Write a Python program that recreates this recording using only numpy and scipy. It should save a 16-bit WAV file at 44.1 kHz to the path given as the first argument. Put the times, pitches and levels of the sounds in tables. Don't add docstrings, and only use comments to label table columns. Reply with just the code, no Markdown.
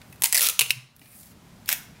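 import sys
import numpy as np
from scipy import signal
from scipy.fft import rfft, irfft, next_fast_len
from scipy.io import wavfile
from scipy.ndimage import map_coordinates

SR = 44100
rng = np.random.default_rng(int(sys.argv[2]) if len(sys.argv) > 2 else 0)


def boost_factor(decibels):
    exponent = np.asarray(decibels, float) / 20
    return 10 ** exponent


def unload_wav(signal):
    wavfile.write(
        sys.argv[1],
        SR,
        np.round(np.clip(np.atleast_2d(signal).T, -1, 1) * 32767).astype(np.int16),
    )


N = 88200

# start in seconds, level in dB, body knock over film crack in dB.
PEEL_START = [(0.2213, -16, -18), (0.2248, -28, -17), (0.2367, -14, -12), (0.2402, -26, -6),
              (0.2419, -11, -5), (0.2507, -23, -1), (0.2562, -18, -10), (0.2591, -18, -5),
              (0.2708, -29, -8), (0.3259, -13, -13), (0.3302, -17, -11), (0.3457, -15, -6),
              (0.349, -16, -6), (0.353, -15, -3), (0.3578, -17, -2), (0.3681, -17, -10), (0.376, -15, -2),
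              (0.3805, -18, -12), (0.3844, -21, -4), (0.3946, -18, -8)]
PEEL_RUN = [(0.4085, -16, -4), (0.417, -17, -6), (0.4197, -19, -3), (0.4258, -18, -9), (0.4285, -19, -6),
            (0.4341, -18, -7), (0.4383, -20, -5), (0.4427, -21, -3), (0.447, -21, -5), (0.4534, -20, -2),
            (0.4599, -20, -4), (0.467, -17, -5), (0.4712, -19, -3), (0.4874, -15, -3), (0.4969, -21, -2),
            (0.4997, -22, -4), (0.5042, -29, -2)]
SNAP_AND_PRESS = [(0.5921, -11, 1), (0.5946, -15, -2), (0.6094, -14, 0), (0.6153, -15, 1), (0.6227, -26, 2),
                  (0.6616, -35, 6), (0.6968, -33, -9), (0.7046, -24, 0), (0.7062, -11, 10),
                  (0.7105, -25, 6), (1.6594, -41, -12), (1.6821, -35, -12), (1.6899, -22, -4),
                  (1.6905, -15, -4), (1.7022, -30, 4), (1.7128, -28, -4), (1.716, -28, -6),
                  (1.7198, -29, 0), (1.7357, -32, -5)]
LAST_CRACK = [
    (1.7279, -15.5, -10),
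]
FINGER_TICKS = [(0.0161, -46.5, 10), (0.1262, -45.5, -6), (0.1592, -52, -3), (0.1812, -61, 0),
                (0.2119, -51, -10.5), (0.9639, -48, -17), (0.9943, -51, -5), (1.0161, -68, 21),
                (1.0579, -52.5, 3), (1.2112, -49, -28), (1.2317, -46.5, -30), (1.2576, -50, -29),
                (1.2683, -52, -24), (1.2872, -64, -17), (1.3155, -54, -19)]
TABLE_TICKS = [
    (.1262, -49.5, 15),
    (.131, -53, 20),
    (1.0155, -51, 23),
]

# pitch in Hz, width in Hz, level in dB.
ROLL_EDGE_RING = [(850, 300, -9), (2000, 450, 0), (3000, 1500, -1), (4250, 1300, 1), (6000, 1500, -3)]
ROLL_RING = [(900, 400, -16.5), (1990, 340, 4), (2750, 800, -3), (5000, 700, 1), (6100, 900, -1)]
ROLL_LATE_RING = [(1340, 130, 1), (2650, 820, 2.5), (4000, 1400, -4.5), (6500, 1100, 0.5)]
TAUT_FIRST_RING = [(1100, 600, -10), (2850, 600, 6), (4250, 600, -8), (6200, 800, -4)]
TAUT_RING = [(1000, 590, -14), (2650, 700, 6), (4200, 700, -9)]
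SECOND_SNAP_RING = [(1300, 1260, -21), (2650, 810, 2.5), (3990, 520, 2), (5000, 1100, -9)]
CARD_RING = [(750, 500, -11), (1400, 800, -6), (2500, 1100, 3), (4450, 2200, -3)]
FINGER_RING = [(2140, 2800, 11), (4380, 5300, -3.5)]
TABLE_RING = [(1950, 300, -1), (2550, 400, 0), (800, 500, -10)]
SCUFF_RING = [(1950, 400, -2), (2430, 300, 1), (4360, 3700, -9)]

# frequency in Hz, level in dB.
FILM_COLOUR = [(1500, -6.5), (4000, 0), (6500, -1.5), (10000, -1.5), (13000, -2.5), (16500, -1)]
# time in seconds, pitch in Hz.
STRIP_PITCH = [(.22, 870), (.27, 850), (.32, 720), (.375, 700), (.39, 500), (.5, 460)]

# time in seconds, level in dB.
PEEL_CRACKLE = [(.225, -69.5), (.245, -34), (.28, -43.5), (.335, -61), (.35, -30), (.41, -30.5),
                (.472, -23.5), (.482, -40), (.53, -60)]
PRESS_CRACKLE = [(1.655, -79), (1.68, -37), (1.692, -29.5), (1.706, -27), (1.711, -40), (1.714, -26),
                 (1.737, -29), (1.75, -45.5), (1.83, -83)]

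# time in seconds, level in dB.
CARRY = [(.95, -73), (1.0, -62), (1.06, -58.5), (1.14, -51), (1.21, -50.5), (1.25, -63), (1.32, -72),
         (1.35, -78)]
FIDGET = [(0, -75), (.13, -59), (.17, -78), (.21, -50.5), (.23, -86)]
DRAG = [
    (1.15, -58),
    (1.21, -54),
    (1.32, -57.5),
    (1.34, -80),
]
SCUFF = [(1.012, -80), (1.016, -56), (1.04, -62), (1.1, -64), (1.14, -60), (1.16, -65), (1.2, -85),
         (1.945, -85), (1.956, -60), (2, -65)]
# frequency in Hz, level in dB.
CARRY_COLOUR = [(5000, -36), (7500, -17), (9500, -7.5), (12000, -10), (14500, -7.5), (15800, -12)]
DRAG_COLOUR = [(3000, -25), (5000, -16.5), (12000, -16)]

# start in seconds, pitch in Hz, level in dB, rise in seconds.
THUDS = [(.603, 134, -42.5, 0.024), (0.656, 125, -48.5, 0.033), (0.714, 137, -47, 0.021),
         (.752, 126.5, -38, 0.024), (0.809, 130, -48.5, 0.027), (0.764, 210, -53, .012),
         (1.012, 275, -50, 0.0088)]

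# time in seconds, gain in dB.
GAIN = [(0, 2), (.21, 2), (.26, -2.5), (.55, -6.5), (.9, -9.5), (1.05, -4), (1.3, -1), (1.5, 2), (2, 1)]
# frequency in Hz, level in dB.
HUM_COLOUR = [(12, -41), (20, -13.5), (49, -10), (81, -3.5), (161, -1.5), (232, -4.5), (304, -14),
              (367, -14.5), (500, -18), (650, -42), (1100, -120)]
HISS_COLOUR = [(290, -32.5), (500, -18.5), (579, -3.5), (1790, -10.5), (3250, -14), (6860, -18),
               (15300, -23), (16500, -37.5)]

# frequency in Hz, time to fall by 60 dB in seconds.
ROOM_T60 = [(300, 0.14), (1000, 0.75), (2500, 0.4), (4000, 0.52), (6000, 0.45), (12000, 0.3), (16000, 0.31)]
# frequency in Hz, level in dB.
OFF_AXIS = [(2800, 0), (4000, -3.5), (5500, 0)]
# frequency in Hz, level in dB.
MIC = [(15800, 0.5), (15950, -20.5), (16500, -29), (17100, -63.5)]

FILM_T60, BODY_T60, AFTER_T60, AFTER_DB = 0.0068, 0.014, 0.046, -18
SPIKE, BLOW = 1.9, 5
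SLIP_DB, BODY_DB = 0.78, -2.23
STRIP_DB, STRIP_WIDTH_HZ = -20, 60
EDGE_LIFTED_S, FIRST_SNAP_S, SECOND_SNAP_S, PRESS_FROM_S = 0.3, 0.6, 0.68, 1
HUM_DB, HISS_DB = -54, -59.5
ROOM_DB, ROOM_DELAY_S, NEAR_DB, NEAR_T60 = -12.5, 0.014, -9.5, 0.14
AIMED_DB = -7
LOW_CUT_HZ = 325
CEILING = 0.93


def unit(x):
    return x / np.sqrt(np.mean(x ** 2) + 1e-20)


def along(points, hz):
    f, v = np.transpose(points)
    return np.interp(np.log(hz + 1), np.log(f + 1), v)


def level(rows):
    s, db = np.transpose(rows)
    return boost_factor(np.interp(np.arange(N) / SR, s, db, -150, -150))


def filtered(x, response):
    m = next_fast_len(x.shape[-1] + 8192)
    spectrum = rfft(x, m) * response(np.fft.rfftfreq(m, 1 / SR))
    return irfft(spectrum, m)[..., :x.shape[-1]]


def coloured(points):
    return lambda hz: boost_factor(along(points, hz))


def ringing(peaks, order=1):
    def response(f):
        total = 0
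        for k, (centre, width, db) in enumerate(peaks):
            peak = 1j * f * width / (centre * centre - f * f + 1j * f * width)
            total = total + (-1) ** k * boost_factor(db) * peak ** order
        return total
    return response


def grit(spike_db):
    clumps = np.repeat(np.clip(rng.standard_normal(N // 12 + 1), -2, 2), 12)[:N]
    return unit(rng.standard_normal(N) * boost_factor(spike_db * clumps))


def slips(rows, body, film_hz, long=1, drum_db=-60, scatter=0, rise_s=1e-5):
    out = np.zeros(N + SR)
    t = np.arange(4096) / SR
    head = 110

    def decay(t60):
        return boost_factor(-60 * t / (t60 * long)) + boost_factor(AFTER_DB - 60 * t / AFTER_T60)

    for s, db, body_db in rows:
        noise = np.tanh(rng.standard_normal((2, len(t))))
        tint = rng.standard_normal(4)
        side = np.sign(tint[3])
        noise[0, :2] = SPIKE * np.array([1, -1]) / long
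        noise[1, 0] = BLOW * side

        rise = 1 - np.exp(-(t + 1 / SR) / rise_s)
        peak = ringing([(film_hz * np.exp(0.096 * tint[0]), 2600, 5)])
        film = filtered(noise[0] * rise * decay(FILM_T60), lambda f: coloured(FILM_COLOUR)(f) * (1 + peak(f)))

        detune = np.exp(scatter * tint[1])
        knock = filtered(noise[1] * decay(BODY_T60), lambda f: ringing(body, order=2)(f * detune))
        both = film / np.std(film[:head]) + boost_factor(body_db + BODY_DB) * knock / np.std(knock[:head])

        strip_hz = np.interp(s, *np.transpose(STRIP_PITCH)) * np.exp(scatter * tint[2])
        drum = side * np.sin(2 * np.pi * strip_hz * t) * np.exp(-np.pi * STRIP_WIDTH_HZ * t)
        slip = both / np.std(both[:head]) + boost_factor(drum_db) * drum
        out[round(s * SR):][:len(t)] += boost_factor(db + SLIP_DB) * slip
    return out[:N]


def crackle(rows, body, body_db, spike_db):
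    push = grit(spike_db) * level(rows)
    body_ring = ringing(body, order=2)
    return filtered(push, lambda f: 1.1 * (coloured(FILM_COLOUR)(f) + boost_factor(body_db) * body_ring(f)))


def peeling():
    edge = [r for r in PEEL_START if r[0] < EDGE_LIFTED_S]
    lifted = [r for r in PEEL_START if r[0] >= EDGE_LIFTED_S]
    start = slips(edge, ROLL_EDGE_RING, film_hz=9780, drum_db=STRIP_DB, scatter=0.039)
    start += slips(lifted, ROLL_RING, film_hz=9780, drum_db=STRIP_DB, scatter=0.039)
    run = slips(PEEL_RUN, ROLL_LATE_RING, film_hz=10800, drum_db=STRIP_DB, scatter=0.077)
    return start + run + crackle(PEEL_CRACKLE, ROLL_LATE_RING, 0.1, spike_db=3.5)


def between(a, b):
    return [r for r in SNAP_AND_PRESS if a < r[0] < b]


def snapping():
    first = slips(between(0, FIRST_SNAP_S), TAUT_FIRST_RING,
                  film_hz=9900, long=1.7, drum_db=-34.5, rise_s=0.001)
    rest_of_first = slips(between(FIRST_SNAP_S, SECOND_SNAP_S), TAUT_RING,
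                   film_hz=11200, long=1.4, drum_db=-18.5, rise_s=0.00042)
    second_snap = slips(between(SECOND_SNAP_S, PRESS_FROM_S), SECOND_SNAP_RING,
                  film_hz=10650, long=0.44, rise_s=0.00066)
    return first + rest_of_first + second_snap


def pressing():
    press = slips(between(PRESS_FROM_S, 9), CARD_RING, film_hz=14400, long=0.62, rise_s=0.0002)
    last = slips(LAST_CRACK, CARD_RING, film_hz=13500, long=0.83)
    return press + last + crackle(PRESS_CRACKLE, CARD_RING, 1.0, spike_db=4.5)


def ticks():
    fingers = slips(FINGER_TICKS, FINGER_RING, film_hz=12000, long=2.5)
    return fingers + slips(TABLE_TICKS, TABLE_RING, film_hz=9000, long=1.5)


def rub(response):
    return unit(filtered(grit(spike_db=5.5), response))


def rustle():
    whisper = rub(coloured(CARRY_COLOUR)) * (level(CARRY) + level(FIDGET))
    drag = rub(coloured(DRAG_COLOUR)) * level(DRAG)
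    scuff = rub(ringing(SCUFF_RING, order=2)) * level(SCUFF)
    return whisper + drag + scuff


def thuds():
    t = np.maximum(np.arange(N) / SR - np.array(THUDS)[:, :1], 0)
    _, hz, db, rise = np.transpose(THUDS)[..., None]
    swell = (t / rise * np.exp(1 - t / rise)) ** 3
    return (boost_factor(db) * swell * np.sin(2 * np.pi * hz * t)).sum(0)


def room(x):
    out, step, length = np.zeros(N + SR), SR // 10, SR // 2
    age = np.arange(length) / SR
    for i in range(0, N, step):
        hz, t, z = signal.stft(rng.standard_normal((2, length)), SR, nperseg=256)
        fading = z[0] * boost_factor(-60 * t / along(ROOM_T60, hz)[:, None])
        far = signal.istft(fading, SR, nperseg=256)[1][:length]
        far = far * (1 - np.exp(-age / ROOM_DELAY_S))
        near = rng.standard_normal(length) * boost_factor(-60 * age / NEAR_T60)
        tail = boost_factor(ROOM_DB) * far / np.linalg.norm(far) + boost_factor(NEAR_DB) * near / np.linalg.norm(near)
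        wet = signal.fftconvolve(x[i:i + step], tail)
        out[i:i + len(wet)] += wet
    return out[:N]


def background():
    lumps = boost_factor(0.77 * map_coordinates(rng.standard_normal(60), [np.arange(N) * 25 / SR]))
    hum = unit(lumps * filtered(rng.standard_normal(N), coloured(HUM_COLOUR)))
    hiss = unit(filtered(rng.standard_normal(N), coloured(HISS_COLOUR)))
    return level(GAIN) * (boost_factor(HUM_DB) * hum + boost_factor(HISS_DB) * hiss)


def scene():
    hands = peeling() + snapping() + pressing() + ticks() + rustle()
    near = filtered(hands, lambda f: (1j * f / (LOW_CUT_HZ + 1j * f)) ** 4)
    t = np.arange(N) / SR
    aimed = (t > SECOND_SNAP_S) & (t < PRESS_FROM_S)
    send = boost_factor(np.where(aimed, AIMED_DB, 0))
    echo = room(filtered(near * send, coloured(OFF_AXIS)))
    return (near + echo + thuds() + background())[None]


def band_limit(x):
    return signal.sosfilt(signal.butter(12, 17120, fs=SR, output="sos"), x)


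def record(dry):
    soft = dry / (1 + np.abs(dry / CEILING) ** 8) ** (1 / 8)
    return band_limit(filtered(soft, coloured(MIC)))


dry = scene()
out = record(dry)
unload_wav(out)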